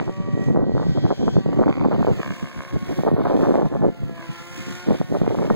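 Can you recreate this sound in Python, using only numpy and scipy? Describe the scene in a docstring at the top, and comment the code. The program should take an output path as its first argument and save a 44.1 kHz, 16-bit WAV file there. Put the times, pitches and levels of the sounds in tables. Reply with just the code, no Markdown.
"""A lawn in gusty wind, over which an electric model helicopter loops, heard by a phone with two ports.
The tail rotor is a sum of harmonics of its shaft; the main blades whoosh as filtered noise that throbs
once per pass and slap as short pulses; the lawn returns a delayed, dulled copy.
Wind hits the exposed port as trains of vortex pulses and the sheltered one as muffled thuds of noise.
Delayed cross-feed between the channels widens the stereo."""
import sys
import numpy as np
from scipy.fft import rfft, irfft, next_fast_len
from scipy.io import wavfile
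from scipy.ndimage import uniform_filter1d, map_coordinates

SR = 44100
rng = np.random.default_rng(int(sys.argv[2]) if len(sys.argv) > 2 else 0)


def dump_mix(stems):
    """Bounce the given channels to the path in sys.argv[1] as a 16-bit WAV at rate SR."""
    frames = np.atleast_2d(stems).T  # one column per channel
    limited = np.clip(frames, -1, 1)  # hard clip at full scale
    pcm = np.round(limited * 32767).astype(np.int16)
    wavfile.write(sys.argv[1], SR, pcm)


N = 244755  # samples


def amp(db):
    """Decibel law: the amplitude ratio of a level in dB."""
    return 10 ** (np.asarray(db) / 20)


def unit(x):
    """Normalisation by mean power: x at rms 1."""
    return x / np.sqrt(np.mean(x ** 2) + 1e-20)


def curves(rows):
    """Linear interpolation in time: one value per sample for each column after t/s."""
    s, *columns = np.transpose(rows)
    return [np.interp(np.arange(N) / SR, s, column) for column in columns]


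def wobble(rate):
    """Band-limited fluctuation: a smooth curve through random knots, rate of them a second."""
    knots = rng.standard_normal(int(N * rate / SR) + 4)
    return map_coordinates(knots, [np.arange(N) * rate / SR])


def coloured(x, spectrum):
    """Minimum-phase filtering: x through a causal filter with the given (f/Hz, level/dB) points."""
    m = next_fast_len(N + 8192)
    hz, db = np.transpose(spectrum)
    level = np.interp(np.log(np.fft.rfftfreq(m, 1 / SR) + 1), np.log(hz), db)
    # folding the cepstrum onto positive times makes the response causal
    cepstrum = irfft(np.log(amp(level)), m)
    cepstrum[1:m // 2] *= 2
    cepstrum[m // 2 + 1:] = 0
    return irfft(rfft(x, m) * np.exp(rfft(cepstrum)), m)[:N]


def delayed(x, ms):
    """Propagation delay: x later by ms, which may change with time."""
    return map_coordinates(x, [np.arange(N) - ms * SR / 1000], mode="nearest")


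def bursts(start, length, db, rise, fall, lull_db):
    """Exponential growth and decay: bursts climb and sink at steady dB/s, summed in power over a lull."""
    t = np.arange(0, N, 32) / SR
    start, end = start[:, None], (start + length)[:, None]
    before, after = np.clip(start - t, 0, None), np.clip(t - end, 0, None)
    level = db[:, None] - rise * before - fall * after
    power = np.sum(amp(level) ** 2, axis=0) + amp(lull_db) ** 2
    return np.interp(np.arange(N) / SR, t, np.sqrt(power))


def eddies(spectrum, lumps, steady):
    """Turbulent pressure: lumpy noise, coloured, its swells evened out by steady (0-1), at rms 1."""
    x = coloured(lumps * rng.standard_normal(N), spectrum)
    swell = np.abs(uniform_filter1d(x ** 2, size=SR // 25)) + 1e-12
    return unit(x / swell ** (steady / 2))


# thuds of wind on the sheltered port: t/s of the middle, level/dB
THUD_TIMES = [(1.237, -27), (1.297, -19), (1.372, -40), (1.816, -24), (2.275, -24), (2.434, -31),
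              (2.479, -33), (2.585, -21.5), (2.761, -20), (2.829, -26), (3.243, -29), (4.595, -30.5),
              (4.699, -38), (4.904, -25), (5.044, -39), (5.153, -32)]
# spectrum of the muffled wind: f/Hz, relative level/dB
MUFFLED_SPECTRUM = [(30, -30), (60, 1), (90, 1.5), (130, 5), (200, 2), (300, 0), (450, -16), (800, -34.5),
                    (2500, -120)]


def sheltered_wind():
    """Low-pass shielding: only dull thuds of turbulent noise reach the sheltered port."""
    s, db = np.transpose(THUD_TIMES)
    hold_s, slope_db_per_s, lull_db = 0.0097, 498, -45.5
    level = bursts(s - hold_s / 2, hold_s, db, slope_db_per_s, slope_db_per_s, lull_db)
    return level * eddies(MUFFLED_SPECTRUM, amp(6.0 * wobble(30)), steady=0.35)


def vortices(s, hz, gain, slant):
    """Vortex convection: each low-pressure core gives a small push, a sharp suction, a slower recovery."""
    k = np.arange(-300, 700)  # samples around the suction
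    cycle = k / SR * hz[:, None]
    cycle = np.where(cycle > 0, 0.59 * cycle, cycle)
    shape = -np.exp(-(cycle / .5) ** 2) * np.cos(2 * np.pi * cycle + slant[:, None])
    at = np.clip(np.round(s * SR).astype(int)[:, None] + k, 0, N)
    return np.bincount(at.ravel(), (gain[:, None] * shape).ravel(), N + 1)[:N]


# large, middling and small vortices: typical f/Hz, rate per s, scatter of size/dB before limiting
VORTEX_SIZES = [(199.5, 120, 4.5), (356.4, 260, 6), (710, 260, 8)]
# the same three: level/dB over a burst's strength, dB per dB of tilt, rise/(dB/s), fall/(dB/s),
# lull level/dB
VORTEX_SHEDDING = [(-1.5, -1.18, 450, 551, -41), (0.5, 0.08, 654, 811, -66), (-16.5, 0.7523, 811, 998, -52)]
# bursts of wind: start t/s, length/s, strength/dB (relative), tilt from large toward small vortices/dB
WIND_GUSTS = [(0.004, 0.026, -26.5, 11), (0.078, 0.015, -19.5, -0.5), (0.204, 0.0095, -33.5, -12.5),
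              (0.263, 0.025, -30, -9), (0.345, 0.026, -30.5, -15), (0.412, 0.024, -24.5, -2),
              (0.47, 0.044, -22.5, -6), (0.538, 0.11, -22, -3.5), (0.678, 0.058, -26.5, -7),
              (0.747, 0.032, -24.5, -8.5), (0.799, 0.027, -21.5, 3), (0.862, 0.051, -29, -11.5),
              (0.963, 0.028, -19, 1), (1.04, 0.018, -19, -3.5), (1.107, 0.014, -18, 7.5),
              (1.202, 0.039, -23, -2.5), (1.276, 0.0082, -17.5, 13), (1.363, 0.024, -21, -8),
              (1.466, 0.078, -26.5, -5.5), (1.575, 0.052, -18.5, 0.5), (1.662, 0.044, -17.5, 6.5),
              (1.768, 0.0094, -21.5, -0.5), (1.806, 0.011, -24, 0), (1.845, 0.032, -17.5, 5),
              (1.919, 0.036, -22.5, 19), (1.984, 0.045, -20, 0.5), (2.078, 0.055, -19.5, -2),
              (2.192, 0.012, -25, -3.5), (2.28, 0.04, -37.5, -11.5), (2.43, 0.018, -44, -15),
              (2.755, 0.0085, -24.5, -2), (2.884, 0.044, -26.5, -3.5), (2.981, 0.028, -21.5, -2),
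              (3.072, 0.0078, -21.5, 26.5), (3.133, 0.01, -21, -5.5), (3.163, 0.052, -21.5, 6),
              (3.255, 0.021, -22, 19), (3.3, 0.057, -20, 14.5), (3.384, 0.14, -21.5, 13.5),
              (3.548, 0.12, -21, 11), (3.719, 0.058, -24, 10.5), (3.816, 0.075, -18, 0),
              (4.03, 0.01, -31.5, -11.5), (4.088, 0.02, -46.5, -15.5), (4.135, 0.032, -43, -4),
              (4.289, 0.007, -50, -20.5), (4.693, 0.028, -45, -19), (4.885, 0.064, -19.5, 1.5),
              (5.012, 0.0027, -25, -5), (5.113, 0.056, -23.5, 2), (5.21, 0.039, -21.5, -2.5),
              (5.261, 0.016, -32, 15), (5.306, 0.021, -19.5, 1), (5.382, 0.094, -23, -1),
              (5.511, 0.025, -18, 5.5)]
# single vortices, strong and faint, heard as separate pops of wind: t/s (1.355 ms ahead of the suction),
# relative level/dB, f/Hz of the onset (the recovery is slower)
SINGLE_VORTICES = [(0.0772, -28.5, 874), (0.5087, -20, 486), (0.5596, -19.5, 850), (0.566, -20, 597),
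                   (0.5723, -19, 500), (0.5898, -14.5, 410), (0.5956, -16.5, 416), (0.6158, -19.5, 420),
                   (0.6211, -23, 597), (0.625, -22, 500), (0.635, -27, 500), (0.641, -27, 500),
                   (0.6658, -25, 500), (0.6823, -22, 420), (0.694, -20.5, 490), (0.7078, -24.5, 500),
                   (0.718, -22, 500), (0.7503, -17, 500), (0.7674, -19, 596), (0.7781, -24.5, 1250),
                   (0.7981, -20, 720), (0.8304, -27, 860), (0.8666, -19.5, 414), (0.973, -22, 730),
                   (0.9814, -17, 417), (1.0404, -18, 416), (1.0523, -22, 722), (1.0633, -22, 870),
                   (1.0764, -29, 600), (1.1042, -17, 865), (1.1097, -17, 600), (1.1242, -19, 590),
                   (1.227, -23, 498), (1.2312, -18, 417), (1.279, -18.5, 1040), (1.2824, -16, 420),
                   (1.3663, -11.5, 513), (1.4603, -17, 500), (1.4896, -16, 423), (1.5291, -22.5, 860),
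                   (1.591, -12, 500), (1.5965, -10.5, 420), (1.606, -29, 600), (1.6107, -17, 600),
                   (1.6187, -13, 606), (1.628, -22, 1030), (1.636, -19.5, 1240), (1.6683, -20, 600),
                   (1.6791, -17.5, 1020), (1.686, -25, 500), (1.6924, -16, 500), (1.6984, -37, 1030),
                   (1.8116, -28, 1030), (1.8488, -20.5, 865), (1.857, -15.5, 495), (1.8844, -14.5, 420),
                   (1.9131, -20.5, 600), (1.9216, -21, 860), (1.928, -24, 1250), (1.943, -24, 597),
                   (1.9489, -19.5, 497), (2.0066, -22, 720), (2.0271, -18, 1030), (2.0469, -15, 610),
                   (2.0676, -17.5, 860), (2.0738, -15.5, 500), (2.0836, -14, 500), (2.0975, -22, 600),
                   (2.1119, -20, 500), (2.758, -24, 500), (2.7628, -22, 500), (2.9895, -20.5, 720),
                   (3.0344, -16, 600), (3.0493, -18, 500), (3.0659, -16.5, 500), (3.076, -14, 840),
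                   (3.0826, -15, 720), (3.0878, -20.5, 423), (3.1023, -29, 1030), (3.1145, -13.5, 497),
                   (3.1682, -25, 600), (3.1885, -16.5, 420), (3.1947, -21, 500), (3.2026, -30, 600),
                   (3.2167, -25.5, 1025), (3.253, -20, 1030), (3.256, -22, 1250), (3.2612, -23, 720),
                   (3.267, -29, 600), (3.277, -25, 1250), (3.2978, -20, 860), (3.301, -20.5, 720),
                   (3.308, -14, 720), (3.3121, -16, 500), (3.318, -16, 500), (3.3235, -18, 600),
                   (3.331, -21, 860), (3.3399, -18.5, 600), (3.3483, -16.5, 500), (3.3522, -22.5, 600),
                   (3.3648, -17, 500), (3.3738, -18, 600), (3.391, -17, 505), (3.3988, -15, 420),
                   (3.4065, -25, 1030), (3.4113, -19, 500), (3.418, -18, 500), (3.4226, -19, 600),
                   (3.4298, -14, 420), (3.4381, -20, 595), (3.452, -20.6, 860), (3.459, -26, 860),
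                   (3.462, -26, 600), (3.468, -22, 600), (3.4771, -21, 500), (3.4835, -23, 420),
                   (3.489, -15, 500), (3.4932, -13, 497), (3.4988, -23, 600), (3.5072, -10, 424),
                   (3.5128, -25.7, 1250), (3.533, -29, 720), (3.5407, -15, 720), (3.547, -19.5, 720),
                   (3.5545, -15, 720), (3.562, -25, 500), (3.5655, -21.5, 600), (3.5759, -17.5, 494),
                   (3.5804, -16.5, 500), (3.584, -18, 595), (3.5913, -18.5, 497), (3.6077, -23.5, 500),
                   (3.6127, -15.5, 500), (3.6192, -19.5, 860), (3.629, -15, 500), (3.6468, -20, 500),
                   (3.6563, -28, 1030), (3.7505, -24.5, 850), (3.7579, -21.5, 420), (3.836, -18, 500),
                   (3.8394, -17, 604), (3.8428, -24, 496), (3.8486, -16, 500), (3.8643, -16.5, 507),
                   (3.8804, -19.5, 496), (3.8877, -21.5, 417), (4.8863, -14.5, 423), (4.9062, -14, 615),
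                   (4.9136, -24.5, 720), (4.9202, -22, 724), (4.9284, -22, 500), (5.0132, -17, 670),
                   (5.1239, -13, 425), (5.1507, -18.5, 510), (5.2152, -15.5, 610), (5.2448, -24, 600),
                   (5.2644, -23, 860), (5.2771, -9.5, 430), (5.3451, -18.5, 606), (5.3507, -21, 740),
                   (5.3859, -25.5, 1240), (5.4233, -25.8, 860), (5.5004, -14.5, 1290), (5.5073, -11.5, 610),
                   (5.5212, -24, 600)]
# wind path to the membrane: f/Hz, level/dB
PORT_RESPONSE = [(20, -1), (60, -16), (110, 0.5), (1500, 1.5), (3000, -6.5), (8000, -57.5)]


def exposed_wind():
    """Vortex shedding: lumpy trains of three sizes and separate single pops, on a saturating membrane."""
    lump, gusts = wobble(40), np.zeros(N)
    limit_db = 8  # bound on a vortex's departure from its typical size
    start, length, strength_db, tilt_db = np.transpose(WIND_GUSTS)
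    for (over_db, lean, rise, fall, lull_db), (hz, rate, scatter_db) in zip(VORTEX_SHEDDING, VORTEX_SIZES):
        burst_db = strength_db + over_db + lean * tilt_db
        level = bursts(start, length, burst_db, rise, fall, lull_db)
        draw = rng.standard_normal((int(N / SR * rate), 4))
        s = np.clip((np.arange(len(draw)) + .5 * draw[:, 0]) / rate, 0, (N - 1) / SR)
        index = (s * SR).astype(int)
        size_db = scatter_db * draw[:, 1] + 3.1 * lump[index]
        size = amp(limit_db * np.tanh(size_db / limit_db))
        pitch = hz * np.exp(0.16 * draw[:, 2] + 0.2 * wobble(25)[index])
        train = vortices(s, pitch, size, 0.8 * draw[:, 3])
        # chance swells are partly evened out, so the gust sets the level
        swell = np.abs(uniform_filter1d(train ** 2, size=SR // 20)) + 1e-12
        gusts += level * unit(train / swell ** 0.19)
    s, db, hz = np.transpose(SINGLE_VORTICES)
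    singles = vortices(s + 0.001355, hz, amp(db + 7.0), 0.11 * rng.standard_normal(len(s)))
    pressure = coloured(gusts + singles, PORT_RESPONSE)
    return pressure / (1 + np.abs(pressure / .66) ** 4) ** (1 / 4)  # the membrane stiffens at large swings


# echo off the lawn, later as the machine climbs: t/s, delay/ms, strength (0-1) before dulling
GROUND_ECHO = [(0, 1.62, 0.17), (.45, 1.56, 0.42), (.7, 1.44, 0.06), (1, 1.22, 0.14), (1.3, 1.18, 0.33),
               (1.7, 0.826, 0.6), (1.9, 0.81, 0.34), (2.25, 1.735, 0.62), (2.42, 1.756, 0.4),
               (2.6, 1.775, 0.38), (2.75, 1.78, 0.28), (3, 1.76, 0.17), (3.3, 1.21, 0.3), (3.6, 0.97, 0.15),
               (3.95, 1.37, 0.32), (4.17, 1.64, 0.51), (4.35, 2.17, 0.21), (4.65, 2.4, 0.12),
               (4.9, 2.5, 0.04), (5.2, 2.486, 0.24), (5.55, 2.13, 0.4)]
# the lawn dulls its echo: f/Hz, level/dB
GRASS_RESPONSE = [(100, 11), (3000, 3.5), (6000, 0), (10000, -8.5), (16000, -16)]


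def with_ground_echo(direct):
    """Specular reflection: a delayed, dulled copy combs the direct sound, the sum scaled by strength."""
    ms, strength = curves(GROUND_ECHO)
    echo = delayed(coloured(direct, GRASS_RESPONSE), ms)
    return (direct + strength * echo) / np.sqrt(1 + strength ** 2)


# blade whoosh: t/s, body level/dB, tip hiss over body/dB, top treble over the rest of the hiss/dB
# (body and tip levels are relative: the function trims both)
BLADE_WHOOSH = [(0.0, -54.5, -1, -7), (0.12, -59.5, -1, -7), (0.3, -59.5, -2.5, -8.5), (0.46, -59.5, 1, -6),
                (0.62, -70.5, -1.5, -3), (0.77, -62, 3, -7), (1.02, -56.5, -1.5, -4.5),
                (1.33, -58.5, 2.5, -7), (1.46, -57.5, -2.5, -4), (1.7, -60.5, -2, -2),
                (2.0, -55.5, -2.5, -1.5), (2.22, -51.5, 1, -4.5), (2.75, -56.5, 2.5, -4),
                (3.0, -52, 2.5, -3.5), (3.17, -61.5, -5, 5), (3.3, -53.5, -5.5, -3.5),
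                (3.55, -56.5, 1.5, -5), (3.9, -64, 0, -0.5), (4.12, -61.5, -2.5, -0.5),
                (4.25, -51.5, -3.5, -2), (4.48, -51.5, 3.5, -4), (4.65, -50, 0.5, -6.5), (4.8, -49, 0, -6),
                (4.96, -49.5, 1, -4.5), (5.06, -56, 2.5, -4.5), (5.17, -57, 3, -3.5), (5.3, -54, 4.5, -6),
                (5.55, -56, 1.5, -4)]
# spectrum of the body: f/Hz, relative level/dB
BODY_SPECTRUM = [(60, -72), (200, -12), (500, -7.5), (1000, 3), (1600, 5.5), (2100, 8), (2600, 6.5),
                 (3300, 2.5), (4700, 0), (6200, -23.5), (8000, -42.5), (16000, -43.5)]
# spectrum of the tip hiss: f/Hz, relative level/dB
TIP_SPECTRUM = [(1000, -67), (3000, -67), (5500, 4), (7500, -1.5), (9500, -3), (12000, -8), (15500, -2.5)]


def whoosh(passes):
    """Broadband turbulence, modulated at blade-pass rate: a shared part and independent noise per port."""
    body_db, tips_db, top_db = curves(BLADE_WHOOSH)
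    throb = 1 + 0.14 * np.cos(2 * np.pi * passes)
    level = throb * amp(body_db + 1.2 * wobble(12) + 1.2 * wobble(150))
    swell_db = 1.7 * wobble(8)  # the tip hiss swells on its own
    top_treble_hz = 8300  # lower edge of the top treble

    def air(spectrum):
        """Coloured noise under the common throb."""
        return level * unit(coloured(rng.standard_normal(N), spectrum))

    def tip_hiss():
        """Tip noise, its top treble levelled apart by band splitting."""
        x = air(TIP_SPECTRUM)
        top = irfft(rfft(x) * (np.fft.rfftfreq(N, 1 / SR) > top_treble_hz), N)
        return amp(tips_db + swell_db) * (x + (amp(top_db) - 1) * top)

    shared = amp(3.0) * air(BODY_SPECTRUM) + amp(-2.5) * tip_hiss()
    # part of the whoosh is independent noise at each port, which widens it
    independent = [air(BODY_SPECTRUM) + amp(-5) * tip_hiss() for _ in range(2)]
    return shared, np.array(independent)


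# runs of blade slap: t/s of the middle, relative peak level/dB, half length/s (to 1/e of the peak),
# relative level of the bright edge/dB
SLAP_RUNS = [(1.7197, -29.5, 0.075, 7.5), (1.817, -27.5, 0.029, 4), (2.163, -32.5, 0.019, -9),
             (2.2382, -23, 0.05, 0.5), (2.3133, -23, 0.023, -3), (2.374, -32.5, 0.051, -2),
             (2.45, -30.5, 0.039, -7), (2.522, -32.5, 0.039, 0), (2.613, -27.5, 0.07, -1),
             (2.718, -33.5, 0.062, -2), (2.862, -34, 0.049, 5), (2.936, -36, 0.063, 8),
             (4.218, -29, 0.042, -11), (5.285, -32.5, 0.04, 9.5), (5.446, -32.5, 0.057, 10.5)]
# spectrum of the pressure drop: f/Hz, level/dB
SLAP_SPECTRUM = [(150, -21), (600, 6.5), (1200, 4), (2500, 0.5), (5000, -62), (9000, -35), (15000, -60)]
# spectrum of the bright edge: f/Hz, level/dB
EDGE_SPECTRUM = [(600, -47), (2000, -11), (3300, -12.5), (5000, -21.5), (8000, -38), (15000, -56)]


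def slaps(pass_hz):
    """Blade-vortex interaction: a blade cuts the vortex of the one before, a crack per pass in each run."""
    thud, edge = np.zeros((2, N + SR))
    k, t = np.arange(-12, 12) + .5, np.arange(220) / SR
    for s, db, half, edge_db in SLAP_RUNS:
        at = k / pass_hz[round(s * SR)]
        peak = amp(db + 18 + rng.normal(0, 2.2, len(k)))  # scatter from pass to pass, dB
        size = peak * np.exp(-np.abs(at / half) ** 3)
        for when, gain in zip(s + at, size):
            first = round(when * SR)
            thud[first] -= gain  # the pressure drop, one shape in every pass
            crackle = np.exp(-t / 0.00052) * rng.standard_normal(len(t))
            edge[first:][:len(t)] += gain * amp(edge_db - 9.5) * crackle
    return coloured(thud[:N], SLAP_SPECTRUM) + coloured(edge[:N], EDGE_SPECTRUM)


# tail rotor tones: shaft order, relative level/dB; even orders are passes of the two-bladed rotor
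ORDER_LEVELS = [(2, 0), (3, -3), (4, -6), (5, -9), (6, -7), (7, -11), (8, 2), (9, -15), (10, 0), (11, -12),
                (12, -4), (13, -10), (14, -10), (15, -9), (16, -1), (17, 0), (18, -5), (19, 0), (20, -8),
                (21, 5), (22, -9), (23, 7), (24, -2), (25, -3), (26, -10), (27, -8), (28, -9), (29, -9),
                (30, -9), (31, -11), (32, -6), (34, -14), (36, -12), (38, -13)]
# group levels, relative: t/s, orders 2-6/dB, 7-9/dB, 10/dB, 11-14/dB, from 15/dB,
# odd over even orders up to 14/dB, from 15/dB
GROUP_LEVELS = [(0.0, -51, -76, -59, -60, -80, 2, -2), (0.28, -50, -76, -59, -59, -76, 3, -5),
                (0.47, -50, -72, -53, -56, -68, 3, -8), (0.54, -54, -70, -61, -62, -76, 1, -2),
                (0.64, -58, -66, -60, -66, -76, 1, 5), (0.8, -57, -63, -57, -63, -65, 3, 2),
                (1.05, -55, -68, -56, -62, -62, 1, 2), (1.17, -56, -68, -64, -66, -61, 0, 1),
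                (1.35, -56, -68, -64, -68, -59, 0, 1), (1.5, -54, -69, -64, -64, -76, 1, -2),
                (2.0, -54, -68, -63, -63, -80, 0, -4), (2.3, -51, -61, -66, -64, -78, -4, -5),
                (2.7, -51, -61, -62, -61, -78, -5, -5), (3.0, -50, -61, -57, -58, -76, -2, -5),
                (3.22, -52, -61, -63, -63, -80, -4, -6), (3.6, -50, -61, -63, -63, -80, -5, -6),
                (3.8, -49, -64, -62, -64, -80, -6, -6), (4.05, -49, -65, -61, -66, -82, -9, -6),
                (4.22, -48, -58, -60, -64, -80, -5, -6), (4.4, -50, -53, -58, -55, -78, 0, -6),
                (4.62, -48, -57, -56, -46, -72, -1, -3), (4.75, -48, -52, -57, -55, -72, -2, -4),
                (4.95, -50, -56, -58, -59, -74, -1, -4), (5.15, -55, -64, -62, -64, -78, -2, -5),
                (5.56, -55, -65, -64, -64, -79, -2, -5)]


def tail_rotor(turns):
    """Harmonic series of a rotating source: shaft orders, each fading in and out as the machine turns."""
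    *group_db, odd_low_db, odd_high_db = curves(GROUP_LEVELS)
    out = np.zeros(N)
    for order, db in ORDER_LEVELS:
        group = int(order > 6) + int(order > 9) + int(order > 10) + int(order > 14)
        level_db = db + group_db[group] + 2.5
        if order % 2:
            level_db = level_db + (odd_high_db if order > 14 else odd_low_db)
        waver = .017 * order * wobble(25) + rng.uniform(0, 2 * np.pi)  # phase, rad
        flutter_db = 2.5 * wobble(5) + 1.6 * wobble(30)
        out += amp(level_db + flutter_db) * np.sin(2 * np.pi * order * turns + waver)
    return out


# the exposed port is farther from the machine, by the angle it flies at: t/s, lag/ms
EXPOSED_LAG = [(0, .113), (1.3, .113), (1.85, .155), (2.2, .14), (2.55, .102), (3.25, .082), (3.65, .095),
               (4.0, .14), (4.3, .12), (4.9, .092), (5.55, .092)]
# the phone's body shades the exposed port: f/Hz, level/dB
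BODY_SHADOW = [(500, -3.5), (2000, -1.5), (3500, 1.5), (4800, 0.5), (7000, -3.5), (10000, -3.5), (16000, 1)]


def at_exposed_port(near, independent):
    """Path difference and diffraction: the rotor sound arrives late and shaded by the phone."""
    return coloured(delayed(near, *curves(EXPOSED_LAG)) + independent, BODY_SHADOW)


# tail shaft speed: t/s, f/Hz
SHAFT_SPEED = [(0.0, 190.8), (0.56, 192.2), (0.78, 192.6), (1.4, 192.5), (1.6, 191.2), (1.86, 188.2),
               (2.08, 180), (2.2, 174.2), (2.28, 173.3), (2.72, 181.1), (3.04, 184.2), (3.22, 183.7),
               (3.52, 172.3), (3.6, 171.9), (3.82, 173.8), (4.0, 172.3), (4.13, 167.9), (4.25, 167.4),
               (4.54, 174.9), (4.88, 180.8), (5.2, 183.7), (5.48, 185.2), (5.56, 184.8)]


def helicopter():
    """Geared rotation: one shaft speed drives tail tones, whoosh and slaps, heard with their ground echo."""
    gear = 2.63  # tail shaft turns per main blade pass
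    shaft_hz = curves(SHAFT_SPEED)[0]
    turns = np.cumsum(shaft_hz) / SR
    rush, independent = whoosh(turns / gear)
    direct = tail_rotor(turns) + rush + slaps(shaft_hz / gear)
    near = with_ground_echo(direct)
    return np.array([near + independent[0], at_exposed_port(near, independent[1])])


def scene():
    """Superposition of pressures: rotors plus wind at the sheltered port, then at the exposed one."""
    return helicopter() + np.array([sheltered_wind(), exposed_wind()])


def record(dry):
    """Delayed cross-feed: each channel loses a late copy of the other for width; then a band limit."""
    lag, cross_db, top_hz = 16, -.35, 15800  # samples, dB, Hz
    late = np.pad(dry, ((0, 0), (lag, 0)))[::-1, :N]
    wide = dry - amp(cross_db) * late
    m = next_fast_len(N + 8192)
    passband = np.fft.rfftfreq(m, 1 / SR) < top_hz
    return irfft(rfft(wide, m) * passband, m)[:, :N]


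dry = scene()
out = record(dry)
dump_mix(out)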